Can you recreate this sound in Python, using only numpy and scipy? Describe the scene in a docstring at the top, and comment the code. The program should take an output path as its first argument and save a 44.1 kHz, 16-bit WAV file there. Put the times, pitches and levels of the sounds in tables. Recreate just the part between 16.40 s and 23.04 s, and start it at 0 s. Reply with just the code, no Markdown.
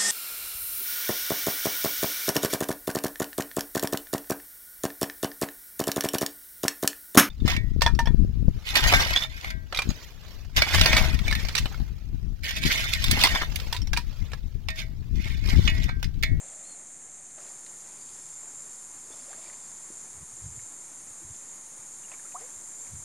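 """A weedy creek in the midday heat, heard from the bank; for the first second the sound is duller and the creek
fainter. From the outset insects buzz, their tymbal clicks ringing in resonant bodies, over the creek's murmur.
Swimmers wade gently, and the air they fold into the water rings as sloshes, trickles and drips. A far bird
calls twice in the first two seconds. Past the middle, soft puffs of wind bump the microphone, and near six
seconds a closing pocket of air gives one round gulp."""
import sys
import numpy as np
from scipy import signal
from scipy.fft import rfft, irfft, next_fast_len
from scipy.io import wavfile
from scipy.ndimage import uniform_filter1d

SR = 44100
rng = np.random.default_rng(int(sys.argv[2]) if len(sys.argv) > 2 else 0)


def bounce(signal):
    """Save signal as a 16-bit WAV file at the path given by the first command-line argument."""
    frames = np.transpose(np.atleast_2d(signal))
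    limited = np.clip(frames, -1, 1)
    pcm = np.round(limited * 32767).astype(np.int16)
    wavfile.write(sys.argv[1], SR, pcm)


N = 292824
TIME = np.arange(N) / SR
CUTOFF_HZ = 15700


def from_db(db):
    """Amplitude grows tenfold for every 20 dB."""
    return 10 ** (np.asarray(db) / 20)


def unit_rms(x):
    """Normalisation to unit mean power."""
    return x / np.sqrt(np.mean(x ** 2) + 1e-20)


def in_time(rows):
    """Linear interpolation of each column against the first, time in seconds."""
    s, *columns = np.transpose(rows)
    return [np.interp(TIME, s, column) for column in columns]


def drift(hz, step=40):
    """Low-passed noise: a slow random fluctuation with a spread of 1."""
    pole = np.exp(-2 * np.pi * hz * step / SR)
    slow = signal.lfilter([1], [1, -2 * pole, pole ** 2], rng.standard_normal(N // step + 2002))[2000:]
    return np.interp(np.arange(N) / step, np.arange(len(slow)), unit_rms(slow))


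def equalise(x, spectrum):
    """Linear filtering by a gain curve that falls steeply past its ends."""
    size = next_fast_len(N)
    hz = np.maximum(np.fft.rfftfreq(size, 1 / SR), 1)
    points, db = np.transpose(sorted(spectrum))
    skirts = np.minimum(hz / points[0], 1) ** 4 * np.minimum(points[-1] / hz, 1) ** 8
    gain = skirts * from_db(np.interp(np.log(hz), np.log(points), db))
    return irfft(rfft(x, size) * gain, size)[:N]


def colour(x, spectrum):
    """Spectral shaping at unit power."""
    return unit_rms(equalise(x, spectrum))


def tymbals(body, clicks_per_s, flutter_db, flutter_hz):
    """Impulse excitation: fluttering clicks ring the bodies of many insects, at even average power."""
    clicks = (rng.random(N) < clicks_per_s / SR) * rng.standard_normal(N)
    buzz = colour(clicks * from_db(flutter_db * drift(flutter_hz)), body)
    return buzz / np.sqrt(uniform_filter1d(buzz ** 2, size=SR // 5))


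# Body resonances of four kinds of insect. Each row: frequency in Hz, relative gain in dB.
LOW_BODY = [(5500, -22), (6000, -15.5), (6150, -10.5), (6250, -4), (6370, -6.5), (6530, -0.5), (6720, -1),
            (6850, -2), (7050, -28)]
MAIN_BODY = [(6700, -22), (6880, -10), (7040, -2), (7160, -1.7), (7340, 1.5), (7470, -1.2), (7630, -8.5),
             (7770, -17), (8100, -33)]
HIGH_BODY = [(7500, -12.5), (7900, -4.5), (8050, -7.5), (8290, 0.5), (8480, -1.5), (8900, -2), (9170, -0.5),
             (9450, -3.5), (9820, -10), (10020, -5.5), (10350, -9.5), (10700, -13.5), (11280, -14.5),
             (11900, -25.5)]
SHRILL_BODY = [(10700, -9), (11250, 3), (11800, -6), (12400, -2), (14000, -16), (15500, -19)]
# Loudness of the main kind. Each row: time in seconds, level in dB.
MAIN_LEVEL = [(0.0, -45.5), (0.91, -49.5), (1.02, -47.5), (1.41, -48.5), (2.14, -44.5), (2.75, -49.5),
              (2.79, -46.5), (3.6, -46), (3.77, -49.5), (4.05, -46), (4.55, -48.5), (5.1, -47.5),
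              (5.31, -52), (5.57, -46.5), (6.21, -46.5), (6.42, -44.5), (6.53, -48), (6.64, -44)]
# Spells of effort in the high kind. Each row: centre in seconds, change in dB, half-width in seconds.
HIGH_SPELLS = [(.22, 1.5, .17), (.85, -1.5, .2), (5.15, -1.6, .25), (5.88, 1.2, .15), (6.5, 1, .15)]
def chorus():
    """Incoherent sources add in power: the main kind swells and sinks, two grow, one joins late."""
    main_db = in_time(MAIN_LEVEL)[0] + .07 + .75 * drift(hz=4.8)
    low_db = -52.5 + .27 * TIME + .35 * drift(hz=3)
    high_db = -51.3 + .24 * TIME + .35 * drift(hz=3)
    high_db += sum(db * np.exp(-((TIME - s) / half_s) ** 2) for s, db, half_s in HIGH_SPELLS)
    shrill_db, = in_time([(4.6, -79), (6, -69.5)])
    low = from_db(low_db) * tymbals(LOW_BODY, clicks_per_s=18000, flutter_db=.5, flutter_hz=60)
    main = from_db(main_db) * tymbals(MAIN_BODY, clicks_per_s=14000, flutter_db=.5, flutter_hz=130)
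    high = from_db(high_db) * tymbals(HIGH_BODY, clicks_per_s=24000, flutter_db=-.25, flutter_hz=300)
    shrill = from_db(shrill_db) * tymbals(SHRILL_BODY, clicks_per_s=4800, flutter_db=3.5, flutter_hz=40)
    return low + main + high + shrill


def whistle(rows, waver_hz, flicker_db, fade_s):
    """A sinusoid with slight random frequency and amplitude modulation."""
    hz, db = in_time(rows)
    start, end = rows[0][0], rows[-1][0]
    singing, = in_time([(start - fade_s, 0), (start, 1), (end, 1), (end + fade_s, 0)])
    tone = np.sin(2 * np.pi * np.cumsum(hz + waver_hz * drift(hz=41)) / SR)
    return singing * from_db(db) * unit_rms(tone * from_db(flicker_db * drift(hz=25)))


# Held notes, one list per insect. Each row: time in seconds, frequency in Hz, level in dB.
WHINES = [
    [(0, 7040, -50.5), (.8, 7078, -55), (1.15, 7074, -52.5), (1.7, 7006, -55), (3.8, 7086, -54.5),
     (5.3, 7100, -55), (6.64, 7060, -50)],
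    [(3.9, 6750, -66), (4.5, 6770, -61), (5.0, 6775, -54), (5.5, 6760, -54), (5.9, 6770, -59)],
    [(0, 8800, -68), (6.64, 8700, -65)],
    [(0, 6240, -71), (6.64, 6240, -67)],
]
def whines():
    """Sustained oscillation: single insects each hold a thin, nearly pure tone."""
    return sum(whistle(rows, waver_hz=13.1, flicker_db=2, fade_s=.1) for rows in WHINES)


def opening_second(until_s=1):
    """A step function: 1 during the first second, then 0."""
    return in_time([(until_s - .005, 1), (until_s + .005, 0)])[0]


# Spectra of running water. Each row: frequency in Hz, relative spectral density in dB.
MURMUR = [(25, -19), (50, -13), (85, -2.5), (140, 0), (330, -0.5), (520, -4), (700, -4), (900, -1),
          (1150, -3), (1450, -5), (2250, -6.5), (2800, -14), (4500, -23)]
HISS = [(1800, -15), (2800, -3.5), (3600, 2.5), (4500, 2.5), (6000, -5.5), (10000, -15.5), (12300, -9),
        (13400, -15), (14400, -14), (14800, -5), (15200, -12), (16000, -16)]
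def creek():
    """Broadband flow noise: a distant low murmur and a fine hiss, both weaker in the first second."""
    murmur_db = -58.5 - opening_second() + .61 * drift(hz=11)
    murmur = from_db(murmur_db) * colour(rng.standard_normal(N), MURMUR)
    hiss_db = -67 - 4.5 * opening_second() + .5 * drift(hz=18)
    return murmur + from_db(hiss_db) * colour(rng.standard_normal(N), HISS)


# Faint stereo background: low ambient rush plus high microphone hiss.
# Each row: frequency in Hz, relative spectral density in dB.
SIDE_NOISE_SPECTRUM = [(40, -20), (90, -2), (170, 4.5), (700, 2.5), (2200, -1.5), (4500, -19), (6000, -42),
                       (6900, -42), (10500, -41), (12500, -23), (14700, -11), (15700, -15)]
def ambience_and_mic_hiss():
    """Decorrelation: ambient rush and microphone self-noise, opposite in the two channels, add width."""
    return from_db(-74.5) * colour(rng.standard_normal(N), SIDE_NOISE_SPECTRUM) * np.array([[1], [-1]])


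def bubble_cloud(per_s, low_hz, high_hz, cycles, spread_db, sizes=24):
    """Minnaert resonance: tiny bubbles, born at random, each ring at the pitch of their size."""
    births = (rng.random(N) < per_s / SR) * rng.choice([-1, 1], N)
    kicks = births * from_db(spread_db * np.minimum(rng.exponential(1, N), 3))
    size_class, out = rng.integers(0, sizes, N), np.zeros(N)
    for k, hz in enumerate(np.geomspace(low_hz, high_hz, sizes)):
        radius = np.exp(-np.log(1000) * hz / (cycles * SR))  # 60 dB of decay over the given cycles
        resonator = [1, -2 * radius * np.cos(2 * np.pi * hz / SR), radius ** 2]
        ringing = signal.lfilter([1, 0, -1], resonator, kicks * (size_class == k) + 1e-18)
        out += unit_rms(ringing) * np.sqrt(hz)
    return out


def swell(peak_s, db, rise_s, fall_s):
    """Power envelope of a movement: Gaussian rise, exponential decay."""
    t = TIME - peak_s
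    return (from_db(db) * np.exp(-(np.minimum(t, 0) / rise_s) ** 2 - np.maximum(t, 0) / fall_s)) ** 2


# Strokes of arms and body through the water.
# Each row: peak time in seconds, slosh level in dB, spray level in dB, rise and fall in seconds.
STROKES = [(0.0, -57.5, -63, .04, .33), (.33, -66, -68, .1, .12), (.985, -55.5, -63, .012, .1),
           (1.08, -59, -68, .04, .07), (1.5, -71, -66.5, .1, .5), (2.735, -58.5, -65, .04, .2),
           (2.93, -59.5, -61, .05, .15), (3.04, -58.5, -62.5, 0.045, .14), (5.73, -54.5, -62, 0.031, .035),
           (5.86, -62, -69, 0.036, .08), (6.01, -56, -66, .025, .12), (6.47, -67, -68, .1, .1)]
# Colours of slosh and spray. Each row: frequency in Hz, relative gain in dB.
SLOSH = [(200, -19), (440, -7), (590, 1), (780, -4.5), (980, -5.5), (1150, -6), (1400, -11), (1900, -8.5),
         (2500, -13), (3500, -21)]
SPRAY = [(1200, -9), (1950, 4), (2350, 6), (3000, 1.5), (3550, 6), (3900, 1), (5000, 5), (7000, -14),
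         (11000, -15), (15000, -18)]
def sloshing(rest_slosh_db=-77, rest_spray_db=-84):
    """Air entrainment: each stroke folds in bubbles and throws spray; between strokes the water laps."""
    slosh_power = sum(swell(s, db, rise, fall) for s, db, _, rise, fall in STROKES)
    spray_power = sum(swell(s, db, rise, fall) for s, _, db, rise, fall in STROKES)
    slosh = colour(bubble_cloud(per_s=1100, low_hz=300, high_hz=3000, cycles=24, spread_db=2), SLOSH)
    spray = colour(bubble_cloud(per_s=1500, low_hz=1810, high_hz=12900, cycles=28, spread_db=3), SPRAY)
    slosh *= np.sqrt(slosh_power + from_db(rest_slosh_db) ** 2)
    spray *= np.sqrt(spray_power + from_db(rest_spray_db) ** 2)
    return slosh + spray


# Tugs on the floating weeds. Each row: peak time in seconds, level in dB.
WEED_TUGS = [(.11, -69), (1.03, -66), (1.4, -70), (1.75, -65), (2.35, -67), (2.72, -60), (3.07, -61),
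             (4.95, -72), (6.01, -70)]
# Colour of the run-off. Each row: frequency in Hz, relative gain in dB.
TRICKLE_COLOUR = [(3250, -9), (3530, -0.5), (3800, -15), (4250, -1), (4750, 0.5), (5300, 1.5), (6500, -6),
                  (9000, -14)]
def trickle(rest_db=-81):
    """Shot noise: fine droplets run off the weeds and tick on leaves and water, fading after each tug."""
    power = from_db(rest_db) ** 2 + sum(swell(s, db, rise_s=.05, fall_s=.4) for s, db in WEED_TUGS)
    ticks = bubble_cloud(per_s=700, low_hz=3230, high_hz=8420, cycles=75, spread_db=2.5)
    return np.sqrt(power) * colour(ticks, TRICKLE_COLOUR)


def leaf_echo(x, t60_s=.12):
    """Multiple scattering: the leaves of the bank spread a sound into a brief, dense tail."""
    t = np.arange(SR // 4) / SR
    tail = rng.standard_normal(len(t)) * from_db(-60 * t / t60_s)
    return signal.fftconvolve(x, tail / np.sqrt(np.sum(tail ** 2)))[:N]


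# The bird's notes. Each row: centre and length in seconds, top frequency in Hz,
# fall to either end in Hz, level in dB.
BIRD_NOTES = [(.293, .11, 4335, 330, -60), (1.625, .1, 4735, 90, -65)]
def bird(ends_db=-9):
    """Frequency modulation: two far whistles arch in pitch and level, blurred by the leaves."""
    position, song = np.linspace(-1, 1, 9), np.zeros(N)
    for s, length, hz, fall_hz, db in BIRD_NOTES:
        arch = [s + position * length / 2, hz - fall_hz * position ** 2, db + ends_db * position ** 2]
        song += whistle(np.transpose(arch), waver_hz=30, flicker_db=1.5, fade_s=.008)
    return song + from_db(-4) * leaf_echo(song)


# Drops and small slaps on the surface.
# Each row: start in seconds, level in dB, frequency in Hz, time to decay by 60 dB in seconds.
DROPS = [(.908, -52, 4300, .02), (.98, -46, 627, 0.045), (1.263, -44.5, 4170, .025),
         (1.264, -47.5, 1950, .015), (1.688, -47, 4620, .03), (2.704, -39.5, 390, 0.023),
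         (2.931, -40, 1640, .025), (3.098, -44, 2010, 0.028), (3.131, -48, 2280, .02),
         (3.503, -38, 350, 0.019), (3.625, -47, 219, .04), (4.193, -48.5, 2230, .04),
         (4.945, -48.5, 3480, .02), (5.635, -48, 2840, .02), (5.683, -45, 1950, 0.02),
         (5.717, -41, 2600, 0.03), (5.718, -46, 1150, .02), (5.738, -44, 2290, .03),
         (5.794, -45, 1750, .025), (5.922, -49, 2550, 0.028), (6.002, -50, 5260, 0.05),
         (6.314, -50, 1950, .02), (6.469, -50, 2200, .02)]
def drops(splat_s=.0072, glide=.065):
    """Impact and damped oscillation: a drop lands with a splat and traps a bubble that pings."""
    out, t = np.zeros(N), np.arange(SR // 10) / SR
    for s, db, hz, t60 in DROPS:
        phase = 2 * np.pi * hz * t * (1 + glide * (t / t60 - .5) / 2)
        ping = np.sin(phase) * from_db(-60 * t / t60)
        band = signal.butter(2, [hz * .72, hz * 1.21], "band", fs=SR, output="sos")
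        splat = unit_rms(signal.sosfilt(band, rng.standard_normal(len(t)))) * np.exp(-t / splat_s)
        add(out, s, from_db(db) * (.8 * ping + .37 * splat))
    return out


# Ringing air pockets; the loudest cluster is the gulp. Each row: start in seconds, level in dB,
# first and last frequency in Hz, length and attack in seconds.
AIR_POCKETS = [(2.714, -50, 3400, 3600, 0.027, 0.013), (2.813, -56.5, 229, 300, 0.037, 0.0088),
               (2.875, -51.5, 480, 623, 0.025, .008), (2.902, -48.5, 680, 850, 0.022, .004),
               (2.975, -53, 617, 680, 0.03, 0.0062), (3.057, -52.5, 2300, 2430, 0.021, .004),
               (4.811, -55.5, 319, 348, 0.04, .008), (5.648, -50.5, 2780, 2870, 0.0087, .003),
               (5.848, -50.5, 1270, 1380, 0.019, .004), (5.945, -38, 750, 699, 0.013, .001),
               (5.946, -34, 820, 1360, 0.025, 0.0094), (5.953, -47.5, 687, 803, 0.044, 0.0033),
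               (5.966, -49, 1100, 1000, .018, .003), (6.003, -52, 417, 550, 0.067, 0.0069),
               (6.014, -47, 710, 760, .011, .002)]
def air_pockets():
    """Volume pulsation: large bubbles ring, most rising in pitch near the surface, until they burst."""
    out = np.zeros(N)
    for s, db, start_hz, end_hz, length, attack in AIR_POCKETS:
        t = np.arange(int(length * SR) + 2) / SR
        age = t / t[-1]
        envelope = np.minimum(t / attack, 1) * np.sqrt(1 - age ** 2) * np.minimum((1 - age) * 10, 1)
        hz = start_hz + (end_hz - start_hz) * age
        add(out, s, from_db(db) * envelope * np.sin(2 * np.pi * np.cumsum(hz) / SR))
    return out


# Gusts on the microphone. Each row: peak time in seconds, level in dB, half-width in seconds.
GUSTS = [(3.78, -53, .018), (3.828, -46, .016), (3.935, -60, .025), (4.058, -40.5, .036),
         (4.115, -51, .025), (4.177, -45, .017), (4.232, -55, .015), (4.71, -58, .016),
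         (4.858, -48.5, .016), (4.91, -47, .016), (6.17, -57, .015), (6.545, -43, .03), (6.6, -53, .04)]
# Pressure spectrum of the eddies. Each row: frequency in Hz, relative density in dB.
EDDY_SPECTRUM = [(28, -13), (55, -6), (86, 3), (112, -.5), (140, -2.5), (172, -18), (300, -33)]
def wind(eddy_s=.0254):
    """Turbulent pressure: as each gust swells and fades, its eddies push the microphone to and fro."""
    strength = sum(from_db(db) / (1 + ((TIME - s) / half_s) ** 2) ** 2 for s, db, half_s in GUSTS)
    eddies = colour(rng.standard_normal(N), EDDY_SPECTRUM)
    return strength * eddies / np.sqrt(uniform_filter1d(eddies ** 2, size=int(eddy_s * SR)))


def add(out, s, sound):
    """Superposition of a short sound, starting at s seconds."""
    at = int(np.clip(s * SR, 0, N))
    out[at:at + len(sound)] += sound[:N - at]


# Colouring of the first second. Each row: frequency in Hz, gain in dB.
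OPENING_COLOUR = [(25, 3), (100, -1), (300, 0.5), (430, -2), (720, 2.5), (950, -4.5), (1300, -1), (1900, 0.5),
                  (2400, -0.5), (4200, 0), (5000, -5.5), (6000, 0), (7200, -1.5), (8200, 2.5), (9500, -3),
                  (10050, -1), (10700, -5.5), (11600, -7.5), (13500, 0), (15500, 1)]
def scene():
    """Superposition: only the faint background has width; in the first second insects and water are shaded."""
    water = sloshing() + trickle() + air_pockets() + drops()
    centre = chorus() + whines() + creek() + water
    centre = opening_second() * equalise(centre, OPENING_COLOUR) + (1 - opening_second()) * centre
    return centre + ambience_and_mic_hiss() + bird() + wind()


def record(dry, offset=-.001):
    """Band limiting: the top is cut steeply, and the converter rests a little below zero."""
    lowpass = signal.ellip(10, .1, 70, CUTOFF_HZ, fs=SR, output="sos")
    return signal.sosfilt(lowpass, dry) + offset


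dry = scene()
out = record(dry)
bounce(out)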